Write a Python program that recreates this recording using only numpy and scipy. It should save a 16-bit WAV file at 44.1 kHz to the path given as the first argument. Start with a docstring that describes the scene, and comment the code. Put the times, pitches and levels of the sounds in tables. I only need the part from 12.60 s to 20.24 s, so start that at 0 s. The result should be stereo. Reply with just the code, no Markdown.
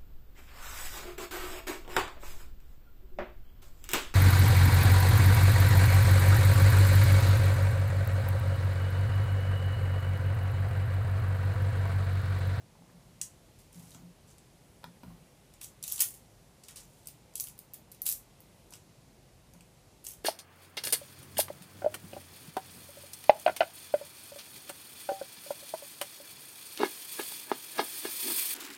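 """First a gas flame rumbles and hisses under bubbling broth and a low pan drone; then dry noodles snap.
Hands break the blocks close to a phone: bright noise bursts per strand, random fine crackle between them.
A wooden spatula knocks and drags: impulses and uneven noise ring decaying modes of wood and pan.
Bubbles are rising, fading tones; flame and hiss are fluttering noise bands; kitchen walls add a short tail."""
import sys
import numpy as np
from scipy import signal
from scipy.fft import rfft, irfft, next_fast_len
from scipy.io import wavfile
from scipy.ndimage import uniform_filter1d

SR = 44100
rng = np.random.default_rng(int(sys.argv[2]) if len(sys.argv) > 2 else 0)


def generate_wav(signal):
    """Clip the signal to [-1, 1] and save it as 16-bit WAV at the path in sys.argv[1]."""
    frames = np.transpose(np.atleast_2d(signal))
    scaled = np.clip(frames, -1, 1) * 32767
    pcm = np.round(scaled).astype(np.int16)
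    wavfile.write(sys.argv[1], SR, pcm)


N = 337012
LONG = next_fast_len(N)

# Strands that snap singly, and a few faint ticks of the spatula. Each row: start in seconds,
# nominal peak in dB, thickness as relative dB near 2.4 kHz, brightness as relative dB near 13 kHz.
SNAPS_AND_TICKS = [(0.6144, -20.5, -7, -5.5), (1.1456, -51, 14, -10), (1.1958, -50, 10, -4),
                   (1.3064, -48, -10, -9), (1.3173, -47.5, 15, -10), (1.3472, -43, 4.0, -13),
                   (1.7822, -45, 0, -11), (2.9385, -46.5, 4.0, -5), (3.014, -36, 8.0, -6),
                   (3.031, -38.0, -1.0, 7.0), (3.0391, -35, -1, 0.0), (3.0441, -32.5, -6, -6),
                   (3.2271, -28.5, -7, -3), (3.2385, -27.0, -4, -2), (3.268, -38, -3.0, 4.0),
                   (3.2787, -23.5, -6, 2.0), (3.2994, -31.5, 4, 2), (3.3173, -29, 2.0, 0.0),
                   (3.3221, -19.5, -9, 5.0), (3.3285, -35, -9, -1.0), (3.3595, -33.0, 1, -4),
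                   (3.3798, -28.5, 6, 1), (3.3935, -25.5, 11, 4), (3.402, -27.0, 2.0, 4.0),
                   (3.4047, -15.5, 1.5, 9), (3.4073, -18, -1.5, 2), (3.41, -17.5, 4, 6),
                   (3.413, -19, -1, 3), (3.415, -14.5, -1, 4), (3.4208, -10, -0.5, 13.5),
                   (3.4289, -30, 1, 8), (3.4866, -31, 5, 9), (3.5063, -38, 6, 7), (3.5403, -39, -3, 9),
                   (4.0377, -46.0, 0, -3.0), (4.0848, -41.0, 18, -1), (4.088, -45, 18, -12.0),
                   (4.1596, -41.0, 7, -1.0), (4.458, -48, 10, 0), (4.4717, -29.5, 2, 6),
                   (4.485, -38, 3, 5.0), (4.7378, -50.0, 5.0, -2), (4.7529, -50.0, -3.0, 1.0),
                   (4.7554, -24.5, -2, 2.0), (4.779, -34, -4, 8), (4.7991, -24, 1, 3.0),
                   (4.8067, -21, -14.0, 13), (4.8398, -29.5, -1, 3), (4.871, -35.5, 6.5, 2.5),
                   (4.885, -37.5, -2, 7.0), (4.897, -44, -3, 4), (4.9783, -48, 12, 13),
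                   (4.9898, -35.5, -4, 7.0), (5.1357, -33.5, -7, 10), (5.1415, -34.0, 4, 6),
                   (5.3168, -42, -4.0, 8.0), (5.3208, -40.5, 2, 4), (5.347, -46, 9, 0),
                   (5.4184, -21.5, -14, 14), (5.4275, -42, -3.0, 13), (5.4524, -48, -11, -2.0),
                   (5.4559, -29, 0, 0), (5.4643, -15, 4.5, 15), (5.4736, -32, -4.0, 12.0),
                   (5.4774, -21.5, 1, 4.0), (5.49, -20.5, -6, 13), (5.4896, -19, -6.0, 15),
                   (5.4979, -24, -10, 2.0), (5.501, -27, -2, 7), (5.5147, -23, -8, 4),
                   (5.5248, -21.5, -2, 13), (5.8043, -44, 1.0, 13), (6.1062, -42.5, -17, 3.0),
                   (6.1367, -37.5, 10, -6), (6.1542, -45, 4, 0), (6.9363, -47, 9, 1),
                   (7.0078, -46, 11, -4.0), (7.4419, -41, 1, 6.0), (7.4492, -36.5, 1, 5.0),
                   (7.4668, -28, 1.5, 4), (7.4867, -34, 3.0, 16), (7.5077, -38, 9, 7),
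                   (7.5166, -37, 4.0, 6.0), (7.536, -40, -3, 1)]
# Spectrum of breaking noodle. Each row: frequency in Hz, relative density in dB per Hz.
NOODLE_SPECTRUM = [(410, -60), (700, -19.5), (1990, -19), (2700, -7), (4010, -8.5), (4340, -5), (9850, 4),
                   (12800, -0.5), (15400, -4), (16500, -27)]
# Straining hands make the block crackle. Each row: start in seconds, hold in seconds,
# level in dB before the body gain, body gain in dB.
CRUNCHES_BY_HAND = [(0.986, 0.0084, -57.5, 2), (1.123, 0.23, -60, 2.5), (1.672, 0.035, -63, 6.5),
                    (3.009, 0.032, -48, -4), (3.262, 0.105, -42.5, -4.5), (3.39, 0.0088, -41, 5),
                    (3.424, 0.14, -56, -4), (4.034, .002, -56, 8.5), (4.083, .002, -51, 5.5),
                    (4.157, 0.024, -48.5, 6), (4.23, 0.23, -68.5, 0), (4.768, 0.11, -56, -16),
                    (5.454, 0.06, -38, -5.5), (6.12, 0.02, -63, 12.5), (7.441, 0.069, -51, -3.5)]
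# Wood meets the pan. Each row: start in seconds, strike drive in dB,
# pan drive in dB re strike, tick drive in dB re strike.
SPATULA_KNOCKS = [(1.348, -54, -2, 13), (2.233, -56, -8, 8), (2.2419, -38.5, -11, 7),
                  (2.278, -63.5, 13.5, -10), (2.4337, -48, -14, 5.5), (2.438, -55.5, 11.5, 7),
                  (2.507, -67, 13.5, -5), (6.124, -53.5, -11, -11), (6.95, -59.5, 7, -10)]
# Modes of the wood. Each row: frequency in Hz, relative level in dB, t60 in seconds.
WOOD_MODES = [(640, -5, 0.05), (960, 8, 0.035), (1400, 4, 0.016), (2390, -1, 0.022)]
# Modes of the pan. Each row: frequency in Hz, relative level in dB, t60 in seconds.
PAN_MODES = [(140, -7, .15), (175, 2, .4), (245, -5, .15)]
# Drags on the pan. Each row: start in seconds, hold in seconds, drone level in dB.
PAN_DRAGS = [(0.18, 0.38, -62), (1.15, 0.044, -51.5), (1.332, 0.016, -49.5), (2.426, 0.025, -47.5)]
# Bubbles stirred up in the broth. 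Each row: start in seconds, starting pitch in Hz, level in dB.
STIRRED_BUBBLES = [(.153, 890, -51.5), (.19, 700, -57), (.222, 780, -50), (.262, 1010, -57),
                   (.292, 1090, -55), (.3, 1640, -51), (2.505, 1000, -52)]
# Spectrum of flame and hiss. Each row: frequency in Hz, relative density in dB per Hz.
STOVE_SPECTRUM = [(21, -23), (36, 5.5), (65, -2), (139, 2), (238, -6), (292, -8), (406, -8.5), (462, -10.5),
                  (498, -8.5), (873, -13), (1280, -19), (11200, -25.5), (16000, -36)]
# Left-right likeness of the stove. Each row: frequency in Hz, correlation from 0 to 1.
STOVE_LIKENESS = [(40, 0.74), (130, 0.98), (290, 0.9), (640, 0.84), (1400, 0.45), (3000, 0)]
# Room tail by band. Each row: centre in Hz, t60 in seconds, relative level in dB.
ROOM_BANDS = [(318, 0.22, -59), (1610, 0.21, -23), (3600, 0.18, -27), (6800, 0.21, -28.5),
              (14300, 0.19, -30.5)]
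# Steep upper limit of the sound. Each row: frequency in Hz, gain in dB.
TREBLE_LIMIT = [(15450, 0), (15650, -20)]

SCATTER_DB = 1.0  # random spread of each snap's level per side
ECHO_S, ECHO_DB = 0.0027, -13  # broth and pan mirror each snap
CRUNCH_ATTACK_S, CRUNCH_FADE_DB_PER_S = 0.0028, 359
DRAG_ATTACK_S, DRAG_FADE_DB_PER_S = 0.0096, 86
SIMMER_COUNT, SIMMER_DB = 300, -70  # small random bubbles, lowest level
FLAME_DB, HISS_DB = -59.5, -64.5
PAN_ROOM_DB = -5  # pan and broth into the room, re noodles
RIGHT_DB = 2.2  # right re left
TOP_HZ = 16600


def snaps(rise_s=0.0004, fall_s=0.0014, crack_s=0.00012, crack_db=-4, after_s=0.005, after_db=-16,
          spike_db=1.7, tint_db=1.5, shared_power=0.6, lag_samples=8):
    """A snap or tick is a few spiky fractures and a shiver, with its own colour and place."""
    out, size, lead = np.zeros((2, N)), 1024, 110  # lead in samples
    t = (np.arange(size) - lead) / SR
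    late = np.maximum(t, 0)
    decay = np.exp(-late / fall_s) + undb(after_db) * np.exp(-late / after_s)
    envelope = np.exp(np.minimum(t, 0) / rise_s) * decay
    envelope += undb(crack_db) * np.exp(-np.abs(t) / crack_s)
    loudest = np.sqrt(uniform_filter1d(unit(envelope) ** 2, size=26).max())
    for start_s, db, thick_db, top_db in SNAPS_AND_TICKS:
        tint = list(zip(1500 * 1.27 ** np.arange(11), tint_db * rng.standard_normal(11)))
        both, *own = rng.standard_normal((3, size))
        noise = np.sqrt(shared_power) * both + np.sqrt(1 - shared_power) * np.array(own)
        fractures = envelope * undb(spike_db * rng.standard_exponential(size)) * noise
        fractures[1] = np.roll(fractures[1], rng.integers(-lag_samples, lag_samples + 1))
        tilt = [(2400, thick_db), (7500, 0), (13000, top_db)]
        gains_db = shape(NOODLE_SPECTRUM, size) + shape(tint, size) + shape(tilt, size)
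        burst = unit(irfft(rfft(fractures) * causal(gains_db)))
        side_db = db + SCATTER_DB * rng.standard_normal((2, 1))
        add(out, burst / loudest * undb(side_db), start_s + rise_s - lead / SR)
    return out + undb(ECHO_DB) * np.roll(out, int(ECHO_S * SR), axis=1)


def crackle(rate_per_s=1500, spread_db=2.4, fall_s=0.0006, split_hz=9000):
    """Fine strands give way at random, a few louder; body gain weights the part under the split."""
    cracks = (rng.random(N) < rate_per_s / SR) * undb(spread_db * rng.standard_exponential(N))
    envelope = decaying(cracks, fall_s)
    fine = envelope * colour(rng.standard_normal((2, N)), NOODLE_SPECTRUM)
    body = signal.sosfilt(signal.butter(2, split_hz, fs=SR, output="sos"), fine)
    total = 0
    for start_s, hold_s, db, body_db in CRUNCHES_BY_HAND:
        gain = swell(start_s, hold_s, db, CRUNCH_ATTACK_S, CRUNCH_FADE_DB_PER_S)
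        total = total + (fine + (undb(body_db) - 1) * body) * gain
    return total / fine.std()


def spatula(wood_db=-6.0, pan_db=-2.0, rattle_s=0.0013, scrape_db=-14.0):
    """Knocks rattle, tick and ring wood and pan; drags drone by uneven slips and scrape dully."""
    start_s, db, low_db, hard_db = np.transpose(SPATULA_KNOCKS)
    blows = np.zeros((3, N))
    blows[:, (start_s * SR).astype(int)] = undb([db, db + low_db, db + hard_db])
    rattle = decaying(blows[2], rattle_s) * rng.standard_normal(N)
    tick = colour(rattle, [(300, 3), (2500, 0.0), (5500, 1.0), (11000, -9.0)])
    rub = rng.standard_normal(N) * undb(1.0 * walk(81.0))
    drone = unit(ring(rub, PAN_MODES))
    scrape = undb(scrape_db) * unit(colour(rub, [(300, -9), (700, 3), (1300, -7), (3000, -16)]))
    pressure = sum(swell(*row, DRAG_ATTACK_S, DRAG_FADE_DB_PER_S) for row in PAN_DRAGS)
    wood = undb(wood_db) * ring(blows[0], WOOD_MODES)
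    pan = undb(pan_db) * ring(blows[1], PAN_MODES)
    return wood + pan + tick + (drone + scrape) * pressure


def bubbles(cycles=7.0, glide=0.25, spread_db=2.0):
    """Each bubble is a short tone rising as it fades; small ones come at random throughout."""
    chance = rng.random((SIMMER_COUNT, 3))
    small_s = chance[:, 0] * N / SR
    small_hz = 350 * 5 ** chance[:, 1]
    small_db = SIMMER_DB - spread_db * np.log(chance[:, 2])
    out, t = np.zeros(N), np.arange(1500) / SR
    for start_s, hz, db in [*STIRRED_BUBBLES, *np.c_[small_s, small_hz, small_db]]:
        turns = hz * t
        tone = np.sin(2 * np.pi * turns * (1 + glide * turns / cycles / 2))
        add(out, undb(db) * tone * np.exp(-3 * turns / cycles), start_s)
    return out


def stove(flutter_db=0.5, fizz_db=0.6):
    """Flame rumble under 2 kHz flutters by octave, mostly alike at both ports; hiss above is wide."""
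    like = np.clip(shape(STOVE_LIKENESS, LONG), 0, 1)
    noise = rfft(rng.standard_normal((2, LONG)))
    mid, side = noise * np.sqrt([1 + like, 1 - like]) * undb(shape(STOVE_SPECTRUM, LONG))
    pair = np.array([mid + side, mid - side])
    edges_hz = 30 * 2 ** np.arange(11)
    hz = np.arange(LONG // 2 + 1) * SR / LONG
    bands = [irfft(pair * ((hz >= lo) & (hz < hi)), LONG)[:, :N]
             for lo, hi in zip(edges_hz, edges_hz[1:])]
    flame = sum(band * undb(flutter_db * walk(11)) for band in bands[:6])
    hiss = sum(band * undb(fizz_db * walk(3.45)) for band in bands[6:])
    return unit(flame) * undb(FLAME_DB) + unit(hiss) * undb(HISS_DB)


def room(x, gap_s=0.003):
    """Hard kitchen walls: a dense tail fading at its own rate per band, unrelated left and right."""
    size = SR // 2
    t, tail = np.arange(size) / SR, 0
    for k, (hz, t60_s, db) in enumerate(ROOM_BANDS):
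        share = shape([(row[0], float(j == k)) for j, row in enumerate(ROOM_BANDS)], size)
        band = irfft(rfft(rng.standard_normal((2, size))) * share, size)
        tail = tail + undb(db) * band * 1000 ** (-t / t60_s)
    return signal.fftconvolve(x, tail * (t > gap_s), axes=1)[:, :N]


def ring(x, modes):
    """Decaying modes struck by x."""
    t = np.arange(SR // 2) / SR
    response = sum(undb(db) * np.sin(2 * np.pi * hz * t) * 1000 ** (-t / t60_s)
                   for hz, db, t60_s in modes)
    return signal.fftconvolve(x, response)[:N]


def decaying(x, fall_s):
    """Each impulse in x starts an exponential decay with this time constant."""
    return signal.lfilter([1], [1, -np.exp(-1 / (fall_s * SR))], x)


def swell(start_s, hold_s, db, attack_s, fade_db_per_s):
    """Gain that rises, holds, then fades at a steady dB rate."""
    t = np.arange(N) / SR - start_s
    fade_db = fade_db_per_s * np.maximum(t - attack_s - hold_s, 0)
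    return np.clip(t / attack_s, 0, 1) * undb(db - fade_db)


def walk(rate_hz):
    """Random levels held 1 / rate_hz seconds and slewed twice; spread near 1."""
    k = int(SR / rate_hz)
    held = np.repeat(rng.standard_normal(N // k + 1), k)
    return 1.29 * uniform_filter1d(uniform_filter1d(held, k), k)[:N]


def causal(gains_db):
    """Minimum-phase filter with these gains: its response starts at once, never early."""
    ceps = irfft(gains_db * np.log(10) / 20)
    half = len(ceps) // 2
    ceps[1:half] *= 2
    ceps[half + 1:] = 0
    return np.exp(rfft(ceps))


def colour(x, points):
    """x through a spectrum of (Hz, dB) points."""
    size = next_fast_len(x.shape[-1])
    return irfft(rfft(x, size) * undb(shape(points, size)), size)[..., :x.shape[-1]]


def shape(points, size):
    """(Hz, value) points at every frequency of a transform, joined on a log axis."""
    hz, value = np.transpose(points)
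    return np.interp(np.log(np.arange(size // 2 + 1) * SR / size + 1), np.log(hz), value)


def add(out, x, start_s):
    """Mix x into out at start_s."""
    i = int(start_s * SR)
    out[..., i:i + x.shape[-1]] += x[..., :N - i]


def undb(db):
    """Amplitude ratio from dB."""
    return 10 ** (np.asarray(db) / 20)


def unit(x):
    """x scaled to RMS 1 along its last axis."""
    return x / np.sqrt(np.mean(x ** 2, axis=-1, keepdims=True))


def scene():
    """Noodles and pan, direct and off the walls, over the stove."""
    noodles = snaps() + crackle()
    pan = spatula() + bubbles()
    heard = noodles + pan + room(noodles + undb(PAN_ROOM_DB) * pan) + stove()
    heard[0] = np.roll(heard[0], shift=3)  # samples; the right port is a little nearer
    return heard * undb(np.array([[-RIGHT_DB], [RIGHT_DB]]) / 2)


def record(dry):
    """Deepest bass removed, loudest peaks rounded, nothing left above about 16.6 kHz."""
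    bass_cut = signal.sosfilt(signal.butter(14, 38, "high", fs=SR, output="sos"), dry)
    rounded = 0.55 * np.tanh(bass_cut / 0.55)
    top_cut = signal.ellip(10, 0.2, 80, TOP_HZ, fs=SR, output="sos")
    return signal.sosfilt(top_cut, colour(rounded, TREBLE_LIMIT))


dry = scene()
out = record(dry)
generate_wav(out)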